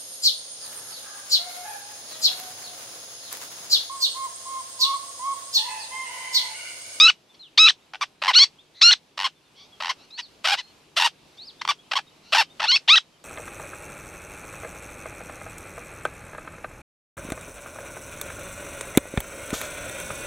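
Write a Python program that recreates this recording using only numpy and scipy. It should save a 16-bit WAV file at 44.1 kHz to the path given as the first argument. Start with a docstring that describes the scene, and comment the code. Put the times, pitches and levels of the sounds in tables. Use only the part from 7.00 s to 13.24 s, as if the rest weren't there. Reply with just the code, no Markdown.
"""Terns at a nest scrape on an open beach, close to a small camera on the sand.
A loud clear 'keek', harmonics under a bill resonance, opens over a noise wash of wind and surf.
Gliding far peeps and faint hoarse sounds join in the first half second, with tiny chirps at random moments.
After a second come low stuttering rasps, pulse trains that ring a throat, and a squeal that breaks in
register; two soft croaks follow past the middle, and a last squeal and 'keek' come near the end."""
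import sys
import numpy as np
from scipy import signal
from scipy.fft import rfft, irfft, next_fast_len
from scipy.io import wavfile
from scipy.ndimage import uniform_filter1d, minimum_filter1d, map_coordinates

SR = 44100
rng = np.random.default_rng(int(sys.argv[2]) if len(sys.argv) > 2 else 0)


def to_wav(sig):
    """Store sig (one row per channel, or 1-D mono) as 16-bit WAV at the path in sys.argv[1].

    Samples outside -1..1 are clipped; the rate is SR.
    """
    pcm = np.clip(np.atleast_2d(sig), -1, 1) * 32767
    pcm = np.round(pcm).astype(np.int16)
    wavfile.write(sys.argv[1], SR, pcm.T)  # frames by channels


N = 275184  # length in samples
TOP_HZ = 13200  # upper band limit


def amp(db):
    """Decibel law: 20 dB is a tenfold amplitude."""
    return 10 ** (np.asarray(db) / 20)


def unit(x):
    """Normalisation to an rms of 1."""
    return x / np.sqrt(np.mean(x ** 2) + 1e-20)


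def along(points, hz):
    """Interpolation of (Hz, value) points on a logarithmic frequency axis."""
    f, v = np.transpose(points)
    return np.interp(np.log(hz + 1), np.log(f + 1), v)


def wobble(rate, size):
    """Band-limited random modulation: a smooth curve through `rate` random knots a second."""
    knots = rng.standard_normal(int(size * rate / SR) + 4)
    return map_coordinates(knots, [np.arange(size) * rate / SR])


def filtered(x, response):
    """Linear filtering: the spectrum of x times a response of frequency."""
    m = next_fast_len(N + 8192)
    return irfft(rfft(x, m) * response(np.fft.rfftfreq(m, 1 / SR)), m)[..., :N]


def turbulence(spectrum):
    """Turbulent flow as Gaussian noise shaped by (Hz, dB) points, at rms 1."""
    return unit(filtered(rng.standard_normal(N), lambda hz: amp(along(spectrum, hz))))


def add(track, s, sound):
    """Superposition: mixes a sound into the track at s seconds."""
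    at = round(s * SR)
    sound = sound[max(0, -at):]
    part = track[max(0, at):][:len(sound)]
    part += sound[:len(part)]


def ramp(t, length):
    """Linear transition from 0 to 1 between t = 0 and t = length."""
    return np.clip(t / length, 0, 1)


def bump(t, width):
    """Gaussian hump of height 1 around t = 0."""
    return np.exp(-(t / width) ** 2)


def edges(size, fade_s=0.002):
    """Fades at both ends, which avoid the click of an abrupt start or stop."""
    t = np.arange(size) / SR
    return ramp(np.minimum(t, t[::-1]), fade_s)


# Clear calls. Each row: start in seconds, length in seconds, time constant of the opening glide in seconds,
# held pitch in Hz, pitch dip before the break as a share, final yelp in seconds, yelp pitch in Hz,
# level in dB, bill resonance on the held pitch in Hz, bill gape as treble tilt in dB at 10 kHz.
KEEK_CALLS = [(-0.025, 0.13356, .014, 1295, 0, .026, 1488, -8, 4328, 2.5),
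              (.574, 0.13713, 0.00723, 1291, .085, .024, 2020, -10, 4310, -0.5),
              (1.811, 0.1311, 0.0099, 1404, 0, .027, 2096, -9, 4656, 5.5),
              (5.876, .113, 0.02032, 1322, .01, .030, 1930, -10, 4000, -5)]


def keek(row, slack_hz=550, end_hz=950, attack_glides=1.05, release_s=0.017, break_s=0.011,
         push=0.04, push_lead_s=.02, dip_lead_s=.01, attack_db=-23, break_db=-5, yelp_db=-2.5,
         release_db=-15, bill_sag=0.36, bill_follow=0.3, yelp_harmonic=2.15):
    """Register break: pitch glides up, holds, pushes, dips, jumps to a yelp and collapses; the bill closes."""
    s, length, glide_s, held_hz, dip, yelp_s, yelp_hz, db, bill_hz, gape_db = row
    t = np.arange(int(length * SR)) / SR
    since = t - (length - yelp_s)  # time from the register break
    yelp = ramp(since + break_s / 2, break_s)
    release = ramp(t - length + release_s, release_s) ** 2

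    held = held_hz + (slack_hz - held_hz) * np.exp(-t / glide_s)
    push_curve = push * bump(since + push_lead_s, push_lead_s / 2)
    dip_curve = dip * bump(since + dip_lead_s, dip_lead_s / 2)
    held = held * (1 + push_curve - dip_curve)
    pitch = held + yelp * (yelp_hz - held)
    pitch = pitch + release * (end_hz - pitch)

    level = db + attack_db * (1 - ramp(t, attack_glides * glide_s)) ** 2 + release_db * release
    level = level + break_db * bump(since + break_s / 2, break_s) + yelp_db * yelp

    closing = 1 - bill_sag * ramp(t, length - yelp_s) ** 4
    bill = bill_hz * (held / held_hz) ** bill_follow * closing
    # during the yelp the resonance moves toward a multiple of the yelp pitch
    bill = bill + yelp * (1 - release) * (yelp_harmonic * yelp_hz - bill)
    return s, pitch, level, bill, gape_db


# Harmonics that leak past the bill resonance. Each row: frequency in Hz, relative level in dB.
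LEAKED_OVERTONES = [(600, -20.5), (1300, -4), (3800, -3), (6000, -3.5), (7100, -11.5), (8300, -16),
                    (9200, -25.5), (13000, -40)]
# Turbulence in the calls. Each row: frequency in Hz, relative density in dB per Hz.
CALL_HISS = [(300, -30), (900, -9.5), (2000, -9), (3800, -1), (6000, -7.5), (7000, -28.5), (8400, -25.5),
             (9200, -33), (13000, -42)]


def clear_calls(calls, below_db, above_db, floor_db, jitter, strain, hiss_db, crack_db, fray=0):
    """Source and filter: harmonics under a moving bill resonance, its flanks in dB per kHz."""
    voice, air = np.zeros(N), np.zeros(N)
    k = np.arange(1, 13)[:, None]  # harmonic numbers
    for start, pitch, db, bill, gape_db in calls:
        n = len(pitch)
        # the syrinx is steady on a held note, rough while its pitch sweeps, and can fray toward the end
        sweep = uniform_filter1d(np.abs(np.gradient(np.log(pitch))) * SR, size=300)
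        unsteady = np.clip(sweep / 45 + fray * np.linspace(0, 1, n) ** 6, 0, 1)
        pitch = pitch * (1 + (jitter + strain * unsteady) * wobble(1100, n))

        harmonic_hz = k * pitch
        offset_khz = (harmonic_hz - bill) / 1000
        resonance = amp(np.minimum(below_db * offset_khz, -above_db * offset_khz))
        leak = amp(floor_db + along(LEAKED_OVERTONES, harmonic_hz))
        gains = (resonance + leak) * (harmonic_hz < TOP_HZ)
        gains = gains * amp(gape_db * np.minimum(harmonic_hz / 10 ** 4, 1))
        gains /= np.linalg.norm(gains, axis=0)
        # each harmonic flutters on its own, the weak ones and those of a sweep most
        flutter_db = .7 + 2.5 * unsteady + 1.5 * (gains < .15)
        gains = gains * amp(flutter_db * np.array([wobble(380, n) for _ in k]))

        level = amp(db) * edges(n)
        phase = 2 * np.pi * np.cumsum(pitch) / SR
        # the resonance delays each harmonic as it passes through
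        waves = np.cos(k * phase - np.arctan(2 * offset_khz))
        add(voice, start, level * np.sqrt(2) * np.sum(gains * waves, axis=0))
        add(air, start, level * (amp(hiss_db) + amp(crack_db) * unsteady))
    return voice + air * turbulence(CALL_HISS)


# Hiss that surrounds and trails a near call. Each row: frequency in Hz, relative density in dB per Hz.
TRAIL_HISS = [(400, -22), (900, -11), (1600, -6.5), (2600, 3.5), (3700, -1.5), (5000, 2), (6100, -0.5),
              (7000, -9.5), (8400, -9.5), (9200, -30.5), (13000, -32)]


def trail(x, level_db=-21, t60=0.096):
    """Exponential decay: a hoarse hiss follows the power of every near call and dies just after it."""
    keep = amp(-120 / (t60 * SR))  # power falls by 60 dB in t60 seconds
    power = np.abs(signal.lfilter([1 - keep], [1, -keep], x ** 2))
    return amp(level_db) * np.sqrt(power) * turbulence(TRAIL_HISS)


# Echo off the ground. 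Each row: frequency in Hz, 60 dB decay time in seconds before stretching.
GROUND_DECAY = [(500, .06), (1200, .075), (3500, .125), (10000, .115)]


def ground(x, width, stretch):
    """Diffuse reflection: a short decaying noise echo off sand and shells; width is its side share."""
    hz, t, z = signal.stft(rng.standard_normal((2, SR // 3)), SR, nperseg=128)
    decay = amp(-60 * t / (stretch * along(GROUND_DECAY, hz)[:, None]))
    tail = signal.istft(z * decay, SR, nperseg=128)[1]
    tail = tail * (1 - np.exp(-np.arange(tail.shape[1]) / SR / .002))  # soft onset
    mid, side = signal.fftconvolve(x[None], tail / np.linalg.norm(tail[0]), axes=1)[:, :N]
    return np.array([mid + width * side, mid - width * side])


# Colour of the wash. Each row: frequency in Hz, relative density in dB per Hz.
WASH_COLOUR = [(25, -12), (55, -6), (150, 0.5), (330, 2.5), (600, -1.5), (1000, -3), (1800, -9),
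               (2600, -4.5), (4200, -7.5), (5500, -11), (8000, -16), (10000, -18.5), (13000, -22.5)]
# Slow course of the wash. Each row: time in seconds, level in dB before the trim and the waver.
WASH_LEVEL = [(0, -58), (2.3, -58), (2.9, -55), (5.8, -54), (6.03, -57)]
# Likeness of the two channels of the wash. Each row: frequency in Hz, left-right correlation from 0 to 1.
WASH_LIKENESS = [(60, 1), (150, 0.86), (300, 0.751), (1500, 0.36), (4000, .6), (10000, 0.17)]


def shore(trim_db=-2, patchy_db=1.0, drone_hz=151, drone_db=-75):
    """Partial coherence: a wide, patchy noise wash of wind and surf with a faint wavering drone."""
    z = signal.stft(rng.standard_normal((2, N)), nperseg=512)[2]
    patches = uniform_filter1d(rng.standard_normal(z.shape[1:]), size=6, axis=0)
    patches = uniform_filter1d(patches, size=16, axis=1)
    pair = signal.istft(z * amp(patchy_db * unit(patches)), nperseg=512)[1][:, :N]

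    def mid_side_response(hz):
        """Correlation as an angle: it divides the wash between mid and side."""
        angle = np.arccos(np.clip(along(WASH_LIKENESS, hz), -1, 1)) / 2
        return amp(along(WASH_COLOUR, hz)) * [np.cos(angle), np.sin(angle)]

    mid, side = filtered(pair, mid_side_response)
    db = np.interp(np.arange(N) / SR, *np.transpose(WASH_LEVEL)) + trim_db + 0.97 * wobble(11.0, N)
    drone_phase = 2 * np.pi * np.cumsum(drone_hz + 4 * wobble(27, N)) / SR
    drone = np.sin(drone_phase) * amp(3.5 * wobble(4.4, N))
    return amp(db) * unit(np.array([mid + side, mid - side])) + amp(drone_db) * unit(drone)


def chatter(count=26, floor_db=-70, centre_hz=3500, mean_s=0.05, arch=.08):
    """Frequency modulation: many terns far down the beach give tiny arched chirps at random moments."""
    out = np.zeros(N)
    for when, tone, size, slope in rng.random((count, 4)):
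        u = np.linspace(-1, 1, int(mean_s * (.5 + size) * SR))
        glide = 1 - arch * u ** 2 + 2 * arch * (slope - .5) * u
        pitch = centre_hz * 2 ** (0.61 * (tone - .5)) * glide
        chirp = (1 - u ** 2) * np.sin(2 * np.pi * np.cumsum(pitch) / SR)
        add(out, when * N / SR, amp(floor_db + 8 * size) * chirp)  # longer chirps are louder
    return out


# Thin peeps farther off. Each row: start in seconds, first glide in seconds, second glide in seconds,
# start pitch in Hz, middle pitch in Hz, end pitch in Hz, level in dB.
FAR_PEEPS = [(.290, 0.0165, .025, 3584, 3540, 3511, -58.5), (.392, 0.019, 0.075, 4110, 4228, 2620, -46.5),
             (1.583, 0.0206, 0.0177, 3090, 3620, 3690, -53),
             (2.720, 0.0157, 0.0303, 3393, 3350, 3105, -52.5),
             (3.115, 0.0512, 0.0595, 3830, 4438, 5400, -43), (3.220, 0.0264, 0.0228, 4800, 4275, 3500, -45),
             (3.610, 0.04, 0.0735, 4240, 4220, 4333, -56.5), (4.378, .062, 0.028, 3450, 4605, 5400, -43),
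             (4.468, 0.0187, 0.024, 5366, 4490, 3100, -42), (4.594, 0.0195, .010, 3540, 3850, 3900, -49),
             (4.785, 0.0185, 0.0212, 3220, 3350, 3420, -55.5),
             (5.066, .015, 0.0212, 3760, 3780, 3700, -55.5), (5.500, .013, 0.017, 3477, 3700, 3650, -55)]


def peeps(jitter=0.0072, edge_db=-11, skew=.65, flutter_db=1.2):
    """Frequency glide: nearly pure whistles that swell quickly and fade."""
    out = np.zeros(N)
    for s, first_s, second_s, start_hz, middle_hz, end_hz, db in FAR_PEEPS:
        n = int((first_s + second_s) * SR)
        knots_s = [0, first_s, first_s + second_s]
        pitch = np.interp(np.arange(n) / SR, knots_s, [start_hz, middle_hz, end_hz])
        phase = 2 * np.pi * np.cumsum(pitch * (1 + jitter * wobble(490, n))) / SR
        edge = (2 * np.linspace(0, 1, n) ** skew - 1) ** 2
        level = amp(db + edge_db * edge + flutter_db * wobble(150, n))
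        add(out, s, np.sqrt(2) * edges(n) * level * np.sin(phase))
    return out


# Faint hoarse sounds: blurred calls, and brief ticks as some peeps begin. Each row: start in seconds,
# length in seconds, mean pitch in Hz, level in dB before the swell.
HOARSE_SOUNDS = [(0.339, 0.0227, 1127, -53), (1.737, 0.118, 2051, -48.5), (2.545, 0.1326, 1136, -50),
                 (2.97, 0.102, 1384, -55.5), (3.102, 0.0161, 1242, -47.5), (4.37, 0.0171, 1112, -51),
                 (5.22, 0.136, 1423, -53.5)]


def hoarse_sounds(rise=.16, jitter=.06):
    """Spectral smearing: a shaky rising pitch blurs the harmonics of faint calls and brief ticks."""
    out, k = np.zeros(N), np.arange(1, 7)[:, None]
    for s, length, hz, db in HOARSE_SOUNDS:
        n = int(length * SR)
        pitch = hz * (1 + rise * np.linspace(-.5, .5, n) + jitter * wobble(1000, n))
        phase = 2 * np.pi * np.cumsum(pitch) / SR
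        tone = np.sum(amp(1.8 * along(CALL_HISS, k * hz)) * np.sin(k * phase), axis=0)
        add(out, s, amp(db) * unit(tone) * np.sin(np.linspace(0, np.pi, n)))
    return out


# Rasps. Each row: start in seconds, opening groan in seconds, stutter in seconds, closing note in seconds,
# crest pitch in Hz, level in dB, sounding share of a stutter from 0 to 1,
# bill gape as treble tilt in dB at 10 kHz.
RASP_CALLS = [(.932, 0.003, .028, 0, 889.3, -30, .42, -7), (1.010, 0, 0.00592, .028, 1208, -23.5, .5, -1.5),
              (1.218, .018, .042, 0.042, 1048, -18, .38, -2),
              (2.175, 0.015, .051, .038, 1070, -22.5, .36, 2),
              (2.802, .020, .069, 0.03, 1048, -24.5, .45, -1.5),
              (3.443, .027, .047, .038, 830, -20.3, .9, 7.5), (3.965, .032, .045, .041, 950, -19, .95, 8.5),
              (4.613, 0, 0, .009, 1093, -27.5, .5, -6.5), (4.650, 0, 0, .004, 1259, -24.5, .5, -3),
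              (4.673, 0.0029, .011, .036, 1179, -20, .3, 0.5),
              (4.912, .018, 0.00306, .006, 930.9, -21.5, .75, -1.5),
              (4.954, 0, .008, .020, 1086, -20.5, .7, 0), (4.985, 0, 0, .012, 883.8, -28, 0.4, -1),
              (5.323, .023, .033, .050, 915, -17, .93, 5), (5.596, .021, .020, .025, 893, -22, .66, -6)]
STUTTER_S = .0108  # nominal period of the stutter
GROAN_HZ = 695.6  # crest pitch of every groan


def bursts(groan_db=-10, stutter_db=-4, spread=.045, spread_db=1.2):
    """Intermittent oscillation: groan, stutters, longer note; the more broken, the weaker the lead-in."""
    rows = []
    for s, groan_s, stutter_s, note_s, hz, db, share, gape_db in RASP_CALLS:
        slack = 1 - np.clip(share, .1, 1)  # silent share of a stutter
        if groan_s > STUTTER_S:
            rows.append((s, groan_s - slack * STUTTER_S, GROAN_HZ, db + slack * groan_db, gape_db))
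        count = round(stutter_s / STUTTER_S)
        for k, (tone, size) in enumerate(rng.standard_normal((count, 2))):
            start = s + groan_s + k * stutter_s / count
            level = db + slack * stutter_db + spread_db * size
            rows.append((start, (1 - slack) * STUTTER_S, hz * (1 + spread * tone), level, gape_db))
        if note_s > 0:
            rows.append((s + groan_s + stutter_s, note_s, hz, db, gape_db))
    return rows


def ringing(spectrum, size=2048):
    """Minimum phase: the causal impulse response of a spectrum, by folding its cepstrum."""
    cepstrum = irfft(np.log(amp(along(spectrum, np.fft.rfftfreq(size, 1 / SR)))))
    cepstrum[1:size // 2] *= 2
    cepstrum[size // 2 + 1:] = 0
    return irfft(np.exp(rfft(cepstrum)))


def windpipe(x, bounce, delay_s):
    """All-pass dispersion: reflections along a short tube spread each pulse without colouring it."""
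    taps = np.r_[1, np.zeros(max(1, int(delay_s * SR))), bounce]
    return signal.lfilter(taps[::-1], taps, x)


# Throat and bill during a rasp, reshaped a little for each burst.
# Each row: frequency in Hz, gain in dB before that reshaping.
THROAT_SHAPE = [(250, -33), (450, -15.5), (700, -3), (1000, 2.5), (1550, 1), (2200, -3), (2900, 2.5),
                (3700, -3), (4500, -5.5), (5600, -8.5), (6700, -25.5), (8300, -25.5), (9200, -30.5),
                (13000, -37.5)]


def rasps(rest_hz=450, dip=0.67, sag_db=6, noise_db=-11, bounce=.45, bounce_delay_s=.00022, skew=.85,
          attack_s=.005, jitter=.034, scatter_db=1.7):
    """Pulse excitation: the syrinx stutters, each burst an arch of sharp pulses that ring the throat."""
    out = np.zeros(N)
    rows = bursts()
    starts, lengths = np.transpose(rows)[:2]
    gaps = starts[1:] - starts[:-1] - lengths[:-1]
    pause = np.r_[True, gaps > .015, True]
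    for i, (s, length, top_hz, db, gape_db) in enumerate(rows):
        n = int(max(length, .002) * SR)
        u = 2 * np.linspace(0, 1, n) ** skew - 1  # -1 at the start, 0 at the crest, 1 at the end
        # a rasp starts from slack membranes and ends on them; between bursts they only half relax
        first, last = [rest_hz if pause[j] and length > .011 else dip * top_hz for j in (i, i + 1)]
        onset = np.exp(-np.arange(n) / SR / (attack_s if pause[i] else .0012))
        edge = np.where(u < 0, onset, np.abs(u) ** 1.5)
        pitch = top_hz + edge * (np.where(u < 0, first, last) - top_hz)
        pitch = pitch * (1 + jitter * wobble(700, n))
        cycles = np.cumsum(pitch) / SR
        pulse_at = np.interp(np.arange(.25, cycles[-1], 1), cycles, np.arange(n))  # in samples

        # slower pulses are also weaker
        effort = amp(-sag_db * edge) * (pitch / top_hz) ** .8
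        size = effort[pulse_at.astype(int)] * amp(scatter_db * rng.standard_normal(len(pulse_at)))
        pulses = -size @ np.sinc(np.arange(n) - pulse_at[:, None])
        breath = unit(rng.standard_normal(n) * effort)
        source = unit(pulses) + amp(noise_db) * breath

        # the throat takes a slightly new shape for every burst
        shift = 1 + .04 * rng.standard_normal()
        shape = []
        for hz, gain_db in THROAT_SHAPE:
            tilt_db = gape_db * min(hz / 10 ** 4, 1)
            shape.append((hz * shift, gain_db + tilt_db + rng.normal(0, 1.6)))
        burst = windpipe(signal.fftconvolve(source, ringing(shape)), bounce, bounce_delay_s)
        add(out, s, amp(db) * burst * np.sqrt(n / np.sum(burst ** 2)))
    return out


def rasp_hiss(rasp, level_db=-24, blur_s=0.012):
    """Envelope following: a smoothed hiss follows the power of the rasps and bridges the gaps between bursts."""
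    power = np.abs(uniform_filter1d(rasp ** 2, size=int(blur_s * SR) + 1))
    starts, *_, gapes = np.transpose(RASP_CALLS)
    latest = np.searchsorted(starts - blur_s, np.arange(N) / SR) - 1
    gape_db = gapes[np.maximum(latest, 0)]
    colour = [(400, -21.5), (1000, 0.0), (3000, -0.5), (5500, -4.5),
              (7000, -3.5), (8400, -7.0), (9200, -15.0), (13000, -18)]  # (Hz, dB)
    return amp(level_db + 0.92 * gape_db) * np.sqrt(power) * turbulence(colour)


# Rising squeals. Each row: start in seconds, length in seconds, final whistle in seconds, level in dB,
# bill resonance at the knee pitch in Hz, bill gape as treble tilt in dB at 10 kHz.
SQUEAL_CALLS = [(1.332, 0.1176, 0, -7, 4084, 8.5), (5.659, 0.1221, .0235, -16, 3898, -2)]


def squeal(row, slack_hz=800, knee_hz=1385, glide_s=0.025, climb_hz_per_s=4300, break_s=.0565,
           whistle_hz=2660, end_hz=950, attack_s=0.033, release_s=.017, attack_db=-19, release_db=-22,
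           bill_follow=0.32):
    """Register break: pitch glides up, climbs steadily, drops a fifth and may end in a high whistle."""
    s, length, whistle_s, db, bill_hz, gape_db = row
    t = np.arange(int(length * SR)) / SR
    fifth, slip_s = 2 / 3, .002
    release = ramp(t - length + release_s, release_s) ** 1.8
    tension = slack_hz + (knee_hz - slack_hz) * ramp(t, glide_s)  # as the pitch it would give, in Hz
    tension = tension + climb_hz_per_s * np.maximum(t - glide_s, 0)
    pitch = tension * fifth ** ramp(t - break_s, slip_s)
    pitch = pitch + (whistle_hz - pitch) * ramp(t - length + whistle_s, slip_s)
    pitch = pitch + release * (end_hz - pitch)
    level = db + attack_db * (1 - ramp(t, attack_s)) + release_db * release
    return s, pitch, level, bill_hz * (tension / knee_hz) ** bill_follow, gape_db


# Soft croaks. Each row: start in seconds, length in seconds, crest pitch in Hz, crest level in dB.
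SOFT_CROAKS = [(3.175, 0.04, 992.8, -28.5), (3.567, 0.051, 1025, -28.5)]


def croak(row, arch=.22, edge_db=-18, bill_hz=3134, gape_db=0):
    """Joint modulation: a short note whose pitch and level swell and sink together."""
    s, length, hz, db = row
    edge = np.linspace(-1, 1, int(length * SR)) ** 2
    return s, hz * (1 - arch * edge), db + edge_db * edge ** 0.712, bill_hz, gape_db


# The two microphone ports differ. Each row: frequency in Hz, side-to-mid ratio in dB.
PORT_DIFFERENCE = [(500, -32), (1200, -29.5), (2800, -31), (4200, -23), (5500, -15), (8000, -9),
                   (12000, -11)]


def scene():
    """Direct and reflected sound: near birds ahead and almost dry, far sounds wetter, all over the shore."""
    keeks = clear_calls(map(keek, KEEK_CALLS), below_db=6.5, above_db=13.0, floor_db=-26,
                        jitter=.003, strain=0.067, hiss_db=-31.5, crack_db=-9, fray=0.38)
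    far = peeps() + hoarse_sounds() + chatter()
    rasp = rasps()
    squeals = clear_calls(map(squeal, SQUEAL_CALLS), below_db=8, above_db=13.0, floor_db=-32,
                          jitter=0.0062, strain=0.025, hiss_db=-27, crack_db=-14, fray=0.65)
    croaks = clear_calls(map(croak, SOFT_CROAKS), below_db=5.5, above_db=7.5, floor_db=-16,
                         jitter=0.038, strain=.03, hiss_db=-6, crack_db=-13.5)
    near = keeks + squeals + croaks + rasp + rasp_hiss(rasp)
    near = near + trail(near)

    # the side signal is a quarter cycle out of phase
    side = filtered(near, lambda hz: 1j * amp(along(PORT_DIFFERENCE, hz)))
    direct = np.array([near + side, near - side]) * amp([[.25], [-.25]])  # left slightly louder
    close_echo = amp(-17) * ground(near, width=.4, stretch=.7)
    # a short, dense extra echo thickens the rasps
    rasp_echo = amp(-12) * ground(rasp, width=.3, stretch=.6)
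    late_echo = amp(-43) * ground(near, width=.8, stretch=1.8)
    far_echo = amp(-10.5) * ground(far, width=.8, stretch=2.1)
    return direct + close_echo + rasp_echo + late_echo + far + far_echo + shore()


def record(dry):
    """Peak limiting: the camera holds the loudest calls down and passes nothing above its band limit."""
    ceiling = .85  # of full scale
    needed = np.minimum(1, ceiling / (np.abs(dry).max(axis=0) + 1e-9))
    gain = uniform_filter1d(minimum_filter1d(needed, size=200), size=200)
    return filtered(dry * gain, lambda hz: hz < TOP_HZ)


dry = scene()
out = record(dry)
to_wav(out)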